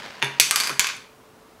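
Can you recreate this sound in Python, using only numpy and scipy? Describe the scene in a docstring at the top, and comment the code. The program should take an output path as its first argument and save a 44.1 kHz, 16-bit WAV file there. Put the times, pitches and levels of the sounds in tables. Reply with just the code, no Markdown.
"""A quiet, bare room with a wooden marble machine on a table. A marble rolls along the pivoting arm
and knocks against its end; the arm dips, marbles drop into a wooden bowl and bounce on the others
there, and the arm bumps at the bottom of its swing. The table top mirrors each clack, the room
rings on, and the hardest clacks overload the microphone."""
import sys
import numpy as np
from scipy import signal
from scipy.fft import rfft, irfft
from scipy.io import wavfile
from scipy.ndimage import map_coordinates

SR = 44100
rng = np.random.default_rng(int(sys.argv[2]) if len(sys.argv) > 2 else 0)


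def persist_wave(psi):
    """Save psi, clipped to +-1, as 16-bit WAV."""
    counts = np.round(np.clip(psi, -1, 1) * 32767).astype(np.int16)
    wavfile.write(sys.argv[1], SR, np.atleast_2d(counts).T)


N = 70560
T, HZ = np.arange(N) / SR, np.fft.rfftfreq(N, 1 / SR)


def amp(db):
    """Decibels to gain."""
    return 10 ** (np.asarray(db) / 20)


def unit(x):
    """Scale to rms 1."""
    return x / np.sqrt(np.mean(x ** 2) + 1e-20)


def along(points, hz):
    """Read a curve of (frequency, value) points on a log axis."""
    f, v = np.transpose(points)
    return np.interp(np.log(hz + 1), np.log(f + 1), v)


def fade(t60, t=T):
    """Exponential decay, 60 dB down after t60 seconds."""
    return np.exp(-np.log(1000) * t / t60)


def rise(seconds):
    """Soft attack with this time constant."""
    return 1 - np.exp(-T / seconds)


def noise(spectrum):
    """Coloured noise of rms 1."""
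    return unit(irfft(rfft(rng.standard_normal(N)) * amp(along(spectrum, HZ)), N))


def late(x, s):
    """x delayed by s seconds."""
    return np.pad(x, (round(s * SR), 0))[:N]


def ring(modes, scatter_db=1):
    """Damped modes of alternating polarity, their balance a little different at every call."""
    t = T[:N // 2]
    offsets_db = scatter_db * rng.standard_normal(len(modes))
    out = np.zeros(N)
    for k, (hz, db, t60) in enumerate(modes):
        out[:len(t)] += (-1) ** k * amp(db + offsets_db[k]) * fade(t60, t) * np.sin(2 * np.pi * hz * t)
    return out


# Air bed, weighted to the lows (f/Hz, level/dB)
AIR_EQ = [(15, -32), (25, -24), (107, -13), (221, -13), (253, -9), (305, -13.5), (433, -12), (469, -15),
          (598, -12), (648, -15), (1170, -14.5), (1380, -18.5), (1490, -20), (2360, -25.5), (15500, -37.5)]
# Faint steady tones in the room (f/Hz, level/dB)
HUM_TONES = [(250, -68), (440, -61)]
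def room_tone(air_db=-52):
    """A soft bed of air noise with a faint hum."""
    hum = sum(amp(db) * unit(np.sin(2 * np.pi * hz * T)) for hz, db in HUM_TONES)
    return amp(air_db) * noise(AIR_EQ) + hum


# Reverb decay of the bare room (f/Hz, t60/s)
REVERB_DECAY = [(150, .36), (500, 0.25), (1300, 0.43), (3500, 0.42), (6500, 0.35), (10000, 0.4),
                (15000, 0.34)]
# Warm colour of the reverb (f/Hz, level/dB)
REVERB_EQ = [(150, 12), (600, 6.5), (1300, 2), (3000, -4), (6000, 0), (10000, -6), (15000, -10.5)]
def room(wet_db, early_db=-10.5):
    """The room's answer to a hit: early scatter and a diffuse tail."""
    hz, t, bands = signal.stft(rng.standard_normal(N), SR, nperseg=256)
    bands = bands * fade(along(REVERB_DECAY, hz)[:, None], t) * amp(along(REVERB_EQ, hz))[:, None]
    attack = rise(.0031)
    tail = signal.istft(bands, SR, nperseg=256)[1][:N] * attack
    early = noise(REVERB_EQ) * fade(t60=.035) * attack
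    return (amp(wet_db) * unit(tail) + amp(early_db) * unit(early)) / np.sqrt(N)


# Fader curve of the rolling marble (t/s, level/dB)
ROLL_FADER = [(0, -39), (.09, -40), (.2, -45.5), (.38, -46.5), (.7, -40), (1.05, -72.5)]
# Hollow colour of the wooden track (f/Hz, level/dB)
TRACK_EQ = [(59, -37), (100, -11.5), (231, -5.5), (443, -6.5), (492, -9), (546, -4.5), (923, -3.5),
            (1020, 1.5), (1110, -6), (1590, -3.5), (2000, -5), (4840, -12), (15000, -41)]
def rolling(bumps_per_s=360, rough_db=3):
    """A marble rumbles over the grain of the wooden track."""
    grain = map_coordinates(rng.standard_normal(N // 10), [T * bumps_per_s])
    level_db = np.interp(T, *np.transpose(ROLL_FADER)) - rough_db * grain
    return noise(TRACK_EQ) * amp(level_db)


# Modes of the frame on the table (f/Hz, level/dB, t60/s)
FRAME_MODES = [(127.3, -6.5, .18), (137.3, 0, 0.42), (225.7, -14, 0.16), (285.3, -12, 0.17),
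               (366.6, -2, 0.11), (405.5, -2.5, 0.41), (955, -8, 0.75), (1148, -15.5, .45)]
def frame_thud():
    """The shaken frame swells into a slow, low ring."""
    return ring(FRAME_MODES) * rise(.005)


# Dull colour of the arm's bump (f/Hz, level/dB)
BUMP_EQ = [(50, -37), (140, -2), (260, 0.5), (700, -11), (1400, 6), (2600, -19), (5000, -30)]
def arm_bump():
    """A short rumble as the arm bottoms out."""
    rumble = noise(BUMP_EQ) * rise(.0036) * fade(t60=.15)
    return amp(-27) * late(rumble, s=.696)


def contact():
    """The transient of two hard surfaces meeting: a brief, evenly bright burst of unit energy."""
    envelope = (rise(.00019) * fade(t60=.0075))[:1024]
    burst = rng.standard_normal(len(envelope)) * envelope
    for _ in range(4):  # flatten the spectrum, then tighten the decay again
        burst = irfft(np.exp(1j * np.angle(rfft(burst)))) * envelope ** .25
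    return np.pad(burst / np.linalg.norm(burst), (0, N - len(burst)))


def minimum_phase(gain):
    """The tightest impulse that has this spectrum."""
    cepstrum = irfft(np.log(np.maximum(gain, 1e-6)), N)
    fold = 1 + np.sign(N / 2 - np.arange(N)) * (T > 0)
    return irfft(np.exp(rfft(cepstrum * fold)), N)[:N // 8]


def resonance(centre_hz, width_hz):
    """Power response of one resonance."""
    return (HZ * width_hz) ** 2 / ((HZ * width_hz) ** 2 + (HZ ** 2 - centre_hz ** 2) ** 2)


def timbre(modes, crack, body_db, edge_db, body_hz=1600, edge_hz=7600, top_hz=11760):
    """Resonances over a broad crack; the point and hardness of contact shift body and edge."""
    power = amp(along(crack, HZ)) ** 2 + sum(amp(db) ** 2 * resonance(f, w) for f, w, db in modes)
    power /= 1 + (HZ / top_hz) ** 16
    low_shelf = 1 / (1 + (HZ / body_hz) ** 4)
    high_shelf = 1 - 1 / (1 + (HZ / edge_hz) ** 10)
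    return np.sqrt(power) * amp(body_db * low_shelf + edge_db * high_shelf)


# Reflections off the table and nearby surfaces (delay/s, level/dB)
REFLECTIONS = [(.0042, -9.5), (.0054, -15), (0.0113, -16.5), (0.015, -21)]
def blow(gain, wet_db):
    """One hit: a contact, its reflections and the reverb, coloured by the struck object's spectrum."""
    direct = contact()
    reflected = sum(amp(db) * late(direct, s) for s, db in REFLECTIONS)
    return signal.fftconvolve(direct + reflected + room(wet_db), minimum_phase(gain))[:N]


# Woody resonances of the arm (f/Hz, width/Hz, level/dB)
ARM_MODES = [(880, 110, -2), (1605, 120, 3), (1782, 100, -0.5), (1887, 120, 3), (2330, 210, 5),
             (2813, 170, 6), (3547, 75, 8.5), (4380, 120, -4), (5684, 240, -14.5), (6400, 260, -8),
             (9880, 560, -14), (11060, 560, -13.5)]
# Crack of wood on wood (f/Hz, level/dB)
WOOD_CRACK = [(50, -39.5), (200, -20), (600, -14), (2800, 0), (4500, -26.5), (12000, -30), (15500, -33)]
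# Thin ring of a small metal part (f/Hz, level/dB, t60/s)
WIRE_MODES = [(4500, -5, .25), (6400, -3.5, .2), (9700, -5, 0.21), (10300, -6.5, .22), (13300, -18, .2)]
# Cues for the knocks in the arm (t/s, level/dB, edge/dB, frame thud/dB, wire ring/dB)
KNOCK_CUES = [(.2195, 4, -19, -43.5, -61.5), (0.2255, 14.5, -4.5, -29.5, -36),
              (0.2444, 5.5, 5, -48.5, -45.5), (0.7011, -10, 20, -39.5, -67.5)]
def arm_knocks():
    """Knocks in the wooden arm, each layered with the frame's thud and a thin metal ring."""
    out = np.zeros(N)
    for s, db, edge_db, thud_db, wire_db in KNOCK_CUES:
        knock = blow(timbre(ARM_MODES, WOOD_CRACK, 0, edge_db), wet_db=-3.5)
        out += late(amp(db) * knock + amp(thud_db) * frame_thud() + amp(wire_db) * ring(WIRE_MODES), s)
    return out


# Resonances of the bowl full of marbles (f/Hz, width/Hz, level/dB)
BOWL_MODES = [(1078, 120, -1.5), (1592, 100, 0), (2264, 570, 2.5), (2410, 190, -1.5), (3035, 100, 3.5),
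              (3550, 260, 1), (4510, 350, 0.5), (5150, 240, -12), (6190, 720, -2.5), (7200, 330, -14.5),
              (7950, 210, -3.5), (10280, 500, -15.5), (10450, 700, -11), (12300, 1300, -6)]
# Crack of glass on glass (f/Hz, level/dB)
GLASS_CRACK = [(50, -40), (300, -16), (700, -17), (1200, -6.5), (3000, -4.5), (9000, -10), (12500, -12),
               (15500, -6)]
def bowl(body_db, edge_db, low_cut_hz=700):
    """Spectrum of a marble striking the full bowl, which is too small to radiate much bass."""
    low_cut = HZ ** 2 / np.hypot(HZ ** 2, low_cut_hz ** 2)
    return timbre(BOWL_MODES, GLASS_CRACK, body_db, edge_db) * low_cut


def jostle(count=8, from_s=.57, to_s=.69):
    """Faint, roomy ticks as the disturbed marbles nudge each other."""
    tick = blow(bowl(0, 0), wet_db=8)
    out = np.zeros(N)
    for k, (when, softness) in enumerate(rng.random((count, 2))):
        s = from_s + (to_s - from_s) * (k + when) / count
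        out += amp(-10.5 - 4 * softness) * late(tick, s)
    return out


# Cues for the marbles landing in the bowl (t/s, level/dB, body/dB, edge/dB, reverb tail/dB,
# then f/Hz, boost/dB for each of the two resonances struck hardest)
LANDING_CUES = [(0.3986, 24, -15, 4.5, -3.5, 2510, 3.5, 5850, 4),
                (0.5099, 14, -0.5, 4.5, -3, 1205, 14, 8400, 10),
                (0.5592, 12, 2, 7, -0.5, 2030, 2.5, 4900, 11.5), (0.6011, 7, 4, 5, -4, 1640, 9, 4390, 10),
                (.6066, 4, -1, 3, 0.5, 3940, 1, 4620, 12), (0.6355, 3.5, 0, 3, 4.5, 3070, -12, 4920, 11),
                (0.6728, -1.5, 10.5, 9, -1, 2550, 9, 4750, 11),
                (0.6947, -1, 14.5, 0.5, -5, 1030, 4, 2470, 9),
                (0.7947, 17.5, -2, 3.5, -5.5, 2320, 4, 7050, 11),
                (0.8048, 8.5, 0, -17, -3, 1570, 3, 3286, 3), (.8439, 7, 1, -11, 0, 1464, 8, 2550, 7),
                (0.8696, 3.5, 2.5, -1.5, -3, 2500, 8, 12000, 5),
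                (0.8887, 2, -2, -14, 1.5, 1540, 0, 2440, 1.5), (0.899, -2.5, 1, -19, -6, 1480, -2, 2350, 9),
                (0.967, -15, -16, 0, -5, 2390, -11, 9560, 15.5)]
def marbles(relative_width=.084, thump_db_per_db=1.77):
    """Each landing cracks against glass, rings the bowl and shakes the frame; the hardest also thump."""
    shake = amp(-65.5) * frame_thud()
    thump = ring([(860, -6.5, .0052)])  # dry, low thump of the overloaded microphone
    hardest_db = max(cue[1] for cue in LANDING_CUES)
    out = np.zeros(N)
    for s, db, body_db, edge_db, wet_db, *struck in LANDING_CUES:
        boost_db = sum(d * resonance(f, relative_width * f) for f, d in zip(struck[::2], struck[1::2]))
        clack = blow(bowl(body_db, edge_db) * amp(boost_db), wet_db) + shake
        thump_db = thump_db_per_db * (db - hardest_db)  # light bounces hardly overload the microphone
        out += late(amp(db) * clack + amp(thump_db) * thump, s)
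    return out


def scene():
    """The machine in its room, in mono."""
    return (marbles() + jostle() + arm_knocks() + arm_bump() + rolling() + room_tone())[None]


def record(dry):
    """The microphone soft-clips the hardest peaks, sooner on one side, and cuts the very top end."""
    headroom, lopsided, top_hz = 1.25, .071, 15700
    ceiling = headroom * (1 + lopsided * np.sign(dry))
    clipped = dry / (1 + np.abs(dry / ceiling) ** 8) ** (1 / 8)
    return signal.sosfilt(signal.ellip(10, .1, 80, top_hz, fs=SR, output="sos"), clipped)


dry = scene()
out = record(dry)
persist_wave(out)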